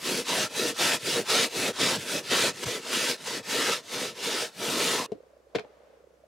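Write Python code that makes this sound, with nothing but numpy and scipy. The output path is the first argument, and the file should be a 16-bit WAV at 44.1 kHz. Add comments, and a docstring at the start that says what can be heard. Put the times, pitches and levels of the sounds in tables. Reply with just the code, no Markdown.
"""A stiff hand brush scrubs back and forth on the carpet of a car floor, over the quiet air of a garage.
Its sound is stick-slip friction: thousands of bristles catch in the pile and snap free, ringing the
brush and drumming on the floor pan inside the padded cabin. After five seconds the scrubbing sound cuts
off, and a low hum and a faint low ticking set in. Something knocks twice, each impact a thud of trim
and a crack of hard plastic with quick rebounds, trailed by a soft wash of noise that dies away."""
import sys
import numpy as np
from scipy import signal
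from scipy.io import wavfile
from scipy.ndimage import uniform_filter1d

SR = 44100
rng = np.random.default_rng(int(sys.argv[2]) if len(sys.argv) > 2 else 0)


def wav_out(sig):
    """Save sig, one row per channel (or a flat mono array), as 16-bit PCM at SR to the path in sys.argv[1]."""
    wavfile.write(sys.argv[1], SR, np.round(np.clip(np.atleast_2d(sig).T, -1, 1) * 32767).astype(np.int16))


N = 276493

# Strokes: the hand turns, creeps, the bristles bite, the stroke holds, then eases into the next turn.
# turn t/s; durations of creep/s, bite/s, hold/s; level/dB at the turn, after creep, after bite, after
# hold; relative to that level: floor pan/dB, its swell over the hold/dB, tips/dB, flex/dB, hollow/dB
STROKES = [ (0.0, 0.032, 0.031, 0.12, -51.5, -40.5, -32, -32.5, -3, 1.5, -6.5, -25, -13.5),
           (0.243, 0.023, 0.025, 0.14, -48.5, -38, -29, -28, -7, 0, -10, -28.5, -10.5),
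           (0.492, 0.039, 0.037, 0.12, -52.5, -42.5, -32, -31, -2.5, 4, -8.5, -26, -12.5),
           (0.739, 0.034, 0.036, 0.13, -50.5, -37.5, -24, -27, -7.5, 3.5, -11, -28.5, -13),
           (0.991, 0.045, 0.031, 0.1, -50, -39.5, -30.5, -29, -5.5, 2, -10, -23, -14),
           (1.246, 0.031, 0.023, 0.13, -50, -36.5, -25.5, -25, -7, 3.5, -11, -33.5, -10.5),
           (1.494, 0.042, .034, 0.11, -51, -39.5, -31, -30, -4.5, 5, -9.5, -27.5, -13.5),
           (1.727, .05, 0.035, 0.13, -51, -37, -24, -28.5, -7, 4.5, -13, -25.5, -11.5),
           (1.983, 0.087, 0.047, 0.062, -42.5, -36.5, -31.5, -33, -2.5, 1, -9, -28.5, -14),
           (2.224, 0.074, 0.015, 0.16, -53, -35.5, -26, -25.5, -6, 1.5, -11.5, -27, -13.5),
           (2.529, 0.09, 0.044, 0.072, -52, -39.5, -34, -34, -3.5, -1, -10.5, -22, -13),
           (2.814, 0.09, 0.028, 0.17, -49.5, -35.5, -28.5, -30.5, -7.5, 0.5, -10.5, -35, -12),
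           (3.173, 0.061, 0.041, 0.082, -52, -45, -35.5, -33.5, -5.5, 1, -11.5, -24, -11.5),
           (3.425, 0.051, 0.035, 0.21, -56.5, -38.5, -29.5, -28, -7, 0.5, -12, -33, -14.5),
           (3.824, 0.056, 0.054, 0.11, -58, -45.5, -34.5, -33.5, -6.5, -1, -11.5, -26, -11.5),
           (4.143, 0.057, 0.049, .17, -55, -39.5, -31.5, -31.5, -5.5, -0.5, -12, -30, -12),
           (4.511, 0.022, 0.097, 0.29, -59, -56.5, -33.5, -28, -4, 2, -9, -24.5, -10.5), ]
# Snags in the pile, brief jumps or dips of level: t/s, gain/dB, half width/s
SNAGS = [(2.05, -4.5, 0.014), (2.636, 5.5, 0.0071), (2.652, -8, 0.0062), (3.1, 3, 0.019),
         (3.275, 3.5, 0.008), (4.82, 1, .02)]
# Friction spectrum of bristles on carpet: f/Hz, spectral level/dB
FRICTION_SPECTRUM = [(24, -59.5), (40, -32.5), (69, -24), (101, -5.5), (184, -2), (475, -1.5), (783, -9.5),
                     (932, -9), (1170, -6.5), (1320, -7), (1460, -9), (2800, -8), (4850, -8), (10000, -12),
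                     (15700, -25)]
# Resonances of brush and footwell: f/Hz, bandwidth/Hz, lift/dB
RESONANCES = [(266, 23, 2.5), (384, 19, 3), (470, 58, 6), (624, 41, 4.5), (925, 64, 4), (1182, 80, -6),
              (1445, 20, -2), (2516, 68, -4.5), (1690, 32, 1.5), (1328, 44, 6.5), (1336, 32, -3.5),
              (1525, 54, 2.5), (1795, 36, 4), (2027, 32, 4), (2562, 87, 6.5), (2820, 40, 5), (3290, 60, 2),
              (3400, 44, 1), (3603, 68, 5.5), (3870, 54, 3), (4100, 34, 2), (4880, 120, 1.5)]
# Stereo width of the brush: f/Hz, side relative to centre/dB
BRUSH_WIDTH = [(60, -30), (150, -27), (380, -25.5), (950, -14.5), (2380, -14), (5980, -10.5), (15000, -5.5)]
# Balance of the brush: f/Hz, left minus right/dB
BRUSH_LEAN = [(60, 0.5), (950, 0.06), (3770, 0.05), (15000, 1.2)]
# Quiet air of the garage: f/Hz, spectral level/dB
AIR_SPECTRUM = [(15, -43), (40, -22), (64, -22), (100, -16.5), (283, -15.5), (435, -7.5), (570, -6.5),
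                (878, -18.5), (1060, -18), (1700, -23), (3120, -30.5), (6000, -33), (15700, -44)]
# Likeness of the air at the two ears: f/Hz, correlation
AIR_CORRELATION = [(60, 1), (180, 0.57), (550, 0.43), (1650, 0.26), (4970, .44), (15000, .42)]
# Balance of the air: f/Hz, left minus right/dB
AIR_LEAN = [(60, -4), (240, -2), (950, 2), (3770, -1.5), (15000, -0.5)]
# Tail of the knocks, a soft wash of noise that is high at each knock and dies away: t/s, gain/dB
KNOCK_WASH = [(5.08, 4), (5.2, 2), (5.46, -1.5), (5.6, 6.5), (5.76, 5), (5.93, 4), (6.05, -1)]
# Bumps of the brush back on the floor pan: t/s, level/dB, f/Hz
BUMPS = [(2.656, -29, 178), (2.668, -26, 116)]
# Louder pips soon after the scrubbing sound cuts off: t/s, level/dB, f/Hz
LOUD_PIPS = [(5.085, -46, 438), (5.094, -44, 420), (5.102, -43, 460), (5.179, -46, 427), (5.202, -42, 485),
             (5.638, -46, 560)]
# Pips that nearly drop out: t/s
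FAINT_PIPS = [5.434, 5.501, 6.169, 6.203]
# Contacts of the knocks and their rebounds:
# t/s, crack level/dB, thud level/dB, thud pitch ratio, crack tilt/(dB/octave), left minus right/dB
CONTACTS = [(5.1187, -42.5, -21.5, 1.01, 1.5, 3.5), (5.1295, -49, -56, 1.6, -4, 5),
            (5.15, -62, -38.5, 0.8, -3, -4), (5.5486, -27, -20.5, 1.1, -11, 7),
            (5.552, -21.5, -22, 0.83, -3.5, 2), (5.5563, -24, -20, 0.96, -3.5, -7.5),
            (5.563, -27, -31, 1.01, -3, 9), (5.585, -26, -33.5, 1.1, -11, 11.5),
            (5.594, -33, -33.5, 1.02, -4, -8), (5.606, -41, -38, 1.08, -10, -1.1),
            (5.6468, -49, -38.5, 1.25, -12, 5)]
# Modes of the hollow trim: f/Hz, level/dB, T60/s
TRIM_MODES = [(422, 0, 0.031), (654, -13.5, 0.071), (850, -30, 0.026), (219, -12.5, 0.041),
              (126, -22.5, 0.067)]
# Crack of hard plastic: f/Hz, spectral level/dB
CRACK_SPECTRUM = [(300, -30), (900, -0.5), (1500, -0.5), (2450, 4.5), (3300, 2.5), (4500, 1), (7000, -8.5),
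                  (15000, -29)]

# For the bands (floor pan, bristle tips, bass flex, hollow mids): rms of the random wander, and the
# share of the lost level that each keeps while the hand is slow, before and after the hold
WANDER_DB = (2.45, 0.97, 4, 2)
SHARE_RISING, SHARE_EASING = (-0.24, -0.01, .4, 0.028), (.2, 0.045, 0.52, 0.21)


def amp(db):
    """Amplitude ratio of a level in decibels."""
    return 10 ** (np.asarray(db) / 20)


def unit_rms(x):
    """A signal scaled to unit mean power."""
    return x / np.sqrt(np.mean(x ** 2) + 1e-20)


def curve(points, hz):
    """A spectrum table interpolated on a logarithmic frequency axis."""
    f, value = np.transpose(points)
    return np.interp(np.log(hz + 1), np.log(f + 1), value)


def add(mix, start_s, sound, lean_db=0):
    """Superposition: a sound joins the mix, placed by the level difference between the ears."""
    part = mix[:, max(round(start_s * SR), 0):][:, :len(sound)]
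    part += np.outer(amp([lean_db / 2, -lean_db / 2]), sound[:part.shape[1]])


def highpass(x, hz, order=2):
    """Butterworth attenuation below a cutoff."""
    return signal.sosfilt(signal.butter(order, hz, "high", fs=SR, output="sos"), x)


def minimum_phase(gain_db):
    """Causal response for gains from 0 to SR/2: phase follows from log gain by the Hilbert transform."""
    log_gain = np.log(amp(np.maximum(np.r_[gain_db, gain_db[-2:0:-1]], -100)))
    return np.fft.ifft(np.exp(np.conj(signal.hilbert(log_gain)))).real[:len(gain_db)]


def hand(cutoff_s=5.064, cutoff_db=-43.5, arch_db=0.4, rasp_db=10):
    """Friction noise follows hand speed: times, overall level and four relative band levels."""
    t = np.arange(0, N / SR, .001)
    rows = np.array(STROKES)
    stroke = np.clip(np.searchsorted(rows[:, 0], t, "right") - 1, 0, None)
    turn, creep, bite, hold, turn_db, creep_db, bite_db, held_db = rows[stroke, :8].T
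    pan_db, swell_db, tips_db, flex_db, hollow_db = rows[stroke, 8:].T
    end = np.r_[rows[1:, 0], cutoff_s][stroke]
    end_db = np.r_[rows[1:, 4], cutoff_db][stroke]
    # progress through each phase, from 0 to 1
    crept = np.clip((t - turn) / creep, 0, 1)
    bitten = np.clip((t - turn - creep) / bite, 0, 1)
    held = np.clip((t - turn - creep - bite) / hold, 0, 1)
    ease_from = turn + creep + bite + hold
    eased = np.clip((t - ease_from) / np.maximum(end - ease_from, .01), 0, 1)
    # the creep starts fast, the hold arches, the easing starts slowly
    rising_db = (turn_db - creep_db) * (1 - crept ** 0.54) + (creep_db - bite_db) * (1 - bitten)
    holding_db = bite_db + (held_db - bite_db) * held + arch_db * np.sin(np.pi * held)
    easing_db = (end_db - held_db) * eased ** 1.83
    snag_db = sum(db * np.exp(-((t - s) / width) ** 2) for s, db, width in SNAGS)
    level_db = np.where(t < cutoff_s, rising_db + holding_db + easing_db + snag_db, -120)
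    pan_db += swell_db * (held - .5)
    hollow_db += rasp_db * np.sqrt(eased) * (stroke == len(rows) - 1)  # the last stroke rasps as it eases
    wander = uniform_filter1d(rng.standard_normal((len(t), 4)), size=40, axis=0)  # 40 ms average
    bands_db = np.array([pan_db, tips_db, flex_db, hollow_db]) + (WANDER_DB * unit_rms(wander)).T
    bands_db -= np.outer(SHARE_RISING, rising_db) + np.outer(SHARE_EASING, easing_db)
    return t, level_db, bands_db


def bristle_slips(per_s=26000):
    """Stick-slip: bristle tips catch in the pile and snap free at random; a few snap harder."""
    size = amp(1.2 * np.minimum(rng.exponential(1, N), 4)) * rng.standard_normal(N)
    return unit_rms(size * (rng.random(N) < per_s / SR))


def brush(patch_db=2.4):
    """Source and filter: slips scaled by hand speed excite the resonances of brush and footwell."""
    hand_t, level_db, bands_db = hand()
    speed = amp(np.interp(np.arange(N) / SR, hand_t, level_db))
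    slips = np.array([bristle_slips(), bristle_slips()]) * speed
    hz, t, spectra = signal.stft(slips, SR, nperseg=512, noverlap=384)
    fine_hz = np.fft.rfftfreq(8192, 1 / SR)
    lift_db = sum(db / (1 + (2 * (fine_hz - f) / width) ** 2) for f, width, db in RESONANCES)
    colour_db = curve(FRICTION_SPECTRUM, fine_hz) + lift_db
    power = amp(2 * colour_db)
    mid_power = power[(fine_hz > 1200) & (fine_hz < 7000)].sum()
    flex = 1 / (1 + (fine_hz / 165) ** 8)
    pan = 1 / (1 + (fine_hz / 690) ** 12) - flex
    hollow = 1 / (1 + (fine_hz / 1170) ** 16) - pan - flex
    tips = 1 / (1 + (7500 / (fine_hz + 1)) ** 5)
    # pressure drives the floor pan, sharpness the treble, each against its usual share of the power
    shape_db = 0
    for band, band_db in zip((pan, tips, flex, hollow), bands_db):
        usual_db = 10 * np.log10((band * power).sum() / mid_power)
        excess_db = np.clip(np.interp(t, hand_t, band_db) - usual_db, -25, 25)
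        shape_db += np.outer(np.interp(hz, fine_hz, band), excess_db)
    # the colour drifts in patches as the brush travels over the pile and through the footwell
    patches = rng.standard_normal((len(t), len(hz))).T
    patches = uniform_filter1d(patches, size=2, axis=0)
    patches = unit_rms(uniform_filter1d(patches, size=30, axis=1))
    centre, side = spectra * amp(shape_db + patch_db * patches)
    side *= amp(curve(BRUSH_WIDTH, hz))[:, None]
    lean = amp(curve(BRUSH_LEAN, hz) / 2)[:, None]
    ears = [(centre + side) * lean, (centre - side) / lean]
    rub = signal.istft(ears, SR, nperseg=512, noverlap=384)[1]
    body = minimum_phase(colour_db - 10 * np.log10(mid_power / len(fine_hz)))
    return signal.oaconvolve(rub, body[None])[:, :N]


def cabin(x, t60, width):
    """Reverberation: dense reflections off seats and trim, differing between the ears above the bass."""
    t = np.arange(6000) / SR
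    centre, side = rng.standard_normal((2, 6000)) * amp(-60 * t / t60) * (t > .0015)
    side = width * highpass(side, 300)
    response = np.array([centre + side, centre - side]) / np.linalg.norm(centre)
    return signal.fftconvolve(x, response, axes=1)[:, :N]


def air_and_knock_wash(rms_db=-59.5):
    """Partly correlated noise: quiet garage air, and a soft wash that dies away after each knock."""
    frames, hz = N // 256 + 5, np.fft.rfftfreq(1024, 1 / SR)
    t = (np.arange(frames) * 256 - 512) / SR
    noise = rng.standard_normal((frames, len(hz), 4)).T
    left, independent = noise[::2] + 1j * noise[1::2]
    correlation = curve(AIR_CORRELATION, hz)[:, None]
    right = correlation * left + np.sqrt(1 - correlation ** 2) * independent
    lean = amp(curve(AIR_LEAN, hz) / 2)[:, None]
    wash_band = 1 / (1 + (300 / (hz + 1)) ** 4) / (1 + (hz / 5000) ** 4)
    wash_db = np.outer(wash_band, np.interp(t, *np.transpose(KNOCK_WASH)))
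    spectra = np.array([left * lean, right / lean]) * amp(curve(AIR_SPECTRUM, hz)[:, None] + wash_db)
    out = signal.istft(spectra, nperseg=1024, noverlap=768)[1][:, :N]
    return amp(rms_db) * unit_rms(out)


def floor_bumps(rise_s=0.0018, t60=0.078):
    """Damped free vibration: the floor pan rings low where the back of the brush bumps it."""
    out, t = np.zeros((2, N)), np.arange(6000) / SR
    for start_s, db, hz in BUMPS:
        envelope = amp(db - 60 * t / t60) * (1 - np.exp(-t / rise_s))
        add(out, start_s, envelope * np.sin(2 * np.pi * hz * t))
    return out


def hum(hz=64.6, peak_db=-71, start_s=5.07):
    """Simple harmonic motion: a low pure tone that sets in after five seconds."""
    t = np.arange(N) / SR
    fade_in = np.clip((t - start_s) / .03, 0, 1)
    return amp(peak_db) * fade_in * np.sin(2 * np.pi * hz * t)


def ticking(start_s=5.2335, period_s=.03342, half_width_s=0.0038):
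    """A nearly periodic train of tone bursts: each pip lasts a few cycles, so it is heard as a tick."""
    out, t = np.zeros((2, N)), np.arange(900) / SR
    beats = np.arange(start_s, N / SR, period_s)
    scatter = rng.standard_normal((len(beats), 3)).T
    faint = abs(beats[:, None] - FAINT_PIPS).min(1) < period_s / 2
    times_s = beats + .0012 * scatter[0]
    levels_db = -49 + 1.3 * scatter[1] - 9 * faint
    pitches_hz = 520 + 48 * scatter[2]
    pips = np.r_[np.c_[times_s, levels_db, pitches_hz], LOUD_PIPS]
    envelope = np.exp(-(t / half_width_s - 1.1) ** 2) * (1 - np.exp(-t / 0.00088))
    for (s, db, hz), phase in zip(pips, rng.random(len(pips))):
        add(out, s, amp(db) * envelope * np.sin(2 * np.pi * (hz * t + phase)), lean_db=-5)
    return out


def plastic_crack(tilt_db, rise_s=0.00032, decay_s=0.0029):
    """A broadband transient: tiny fractures and slips at the contact die in milliseconds; peak 1."""
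    t, hz = np.arange(4000) / SR, np.fft.rfftfreq(512, 1 / SR)
    burst = rng.standard_normal(len(t)) * np.exp(-t / decay_s) * (1 - np.exp(-t / rise_s))
    colour_db = curve(CRACK_SPECTRUM, hz) + tilt_db * np.log2((hz + 500) / 2500)
    out = np.convolve(burst, minimum_phase(colour_db))[:len(t)]
    return out / abs(out).max()


def trim_thud(pitch, rise_s=0.0019):
    """Modal vibration: a soft blow rings the damped modes of the trim; peak 1."""
    t = np.arange(4000) / SR
    out = np.zeros(len(t))
    for hz, db, t60 in TRIM_MODES:
        struck_db = db + 2 * rng.standard_normal()
        out += amp(struck_db - 60 * t / t60) * np.sin(2 * np.pi * hz * pitch * t)
    out *= 1 - np.exp(-t / rise_s)
    return out / abs(out).max()


def knocks():
    """Impact and rebound: each contact cracks and thuds; so small a source radiates little deep bass."""
    out = np.zeros((2, N))
    for start_s, crack_db, thud_db, pitch, tilt_db, lean_db in CONTACTS:
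        contact = amp(crack_db) * plastic_crack(tilt_db) + amp(thud_db) * trim_thud(pitch)
        add(out, start_s, contact, lean_db)
    return highpass(out, 90, order=3)


def scene():
    """Sound pressures add: brush and knocks with their reflections, ticking, air, wash and hum."""
    scrub = brush() + floor_bumps()
    hits = knocks()
    scrub_echo = amp(-22) * cabin(scrub, t60=.03, width=.5)
    hits_echo = amp(-10) * cabin(hits, t60=0.13, width=1.0)
    return scrub + scrub_echo + hits + hits_echo + ticking() + air_and_knock_wash() + hum()


def record(dry, low_hz=42, high_hz=15850, ceiling=.5):
    """Band limiting and saturation: a low cut, soft rounding of the tallest peaks, a steep high cut."""
    rounded = ceiling * np.tanh(highpass(dry, low_hz) / ceiling)
    lowpass = signal.firwin(801, high_hz, window=("kaiser", 11), fs=SR)
    return signal.oaconvolve(rounded, lowpass[None], "same")


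dry = scene()
out = record(dry)
wav_out(out)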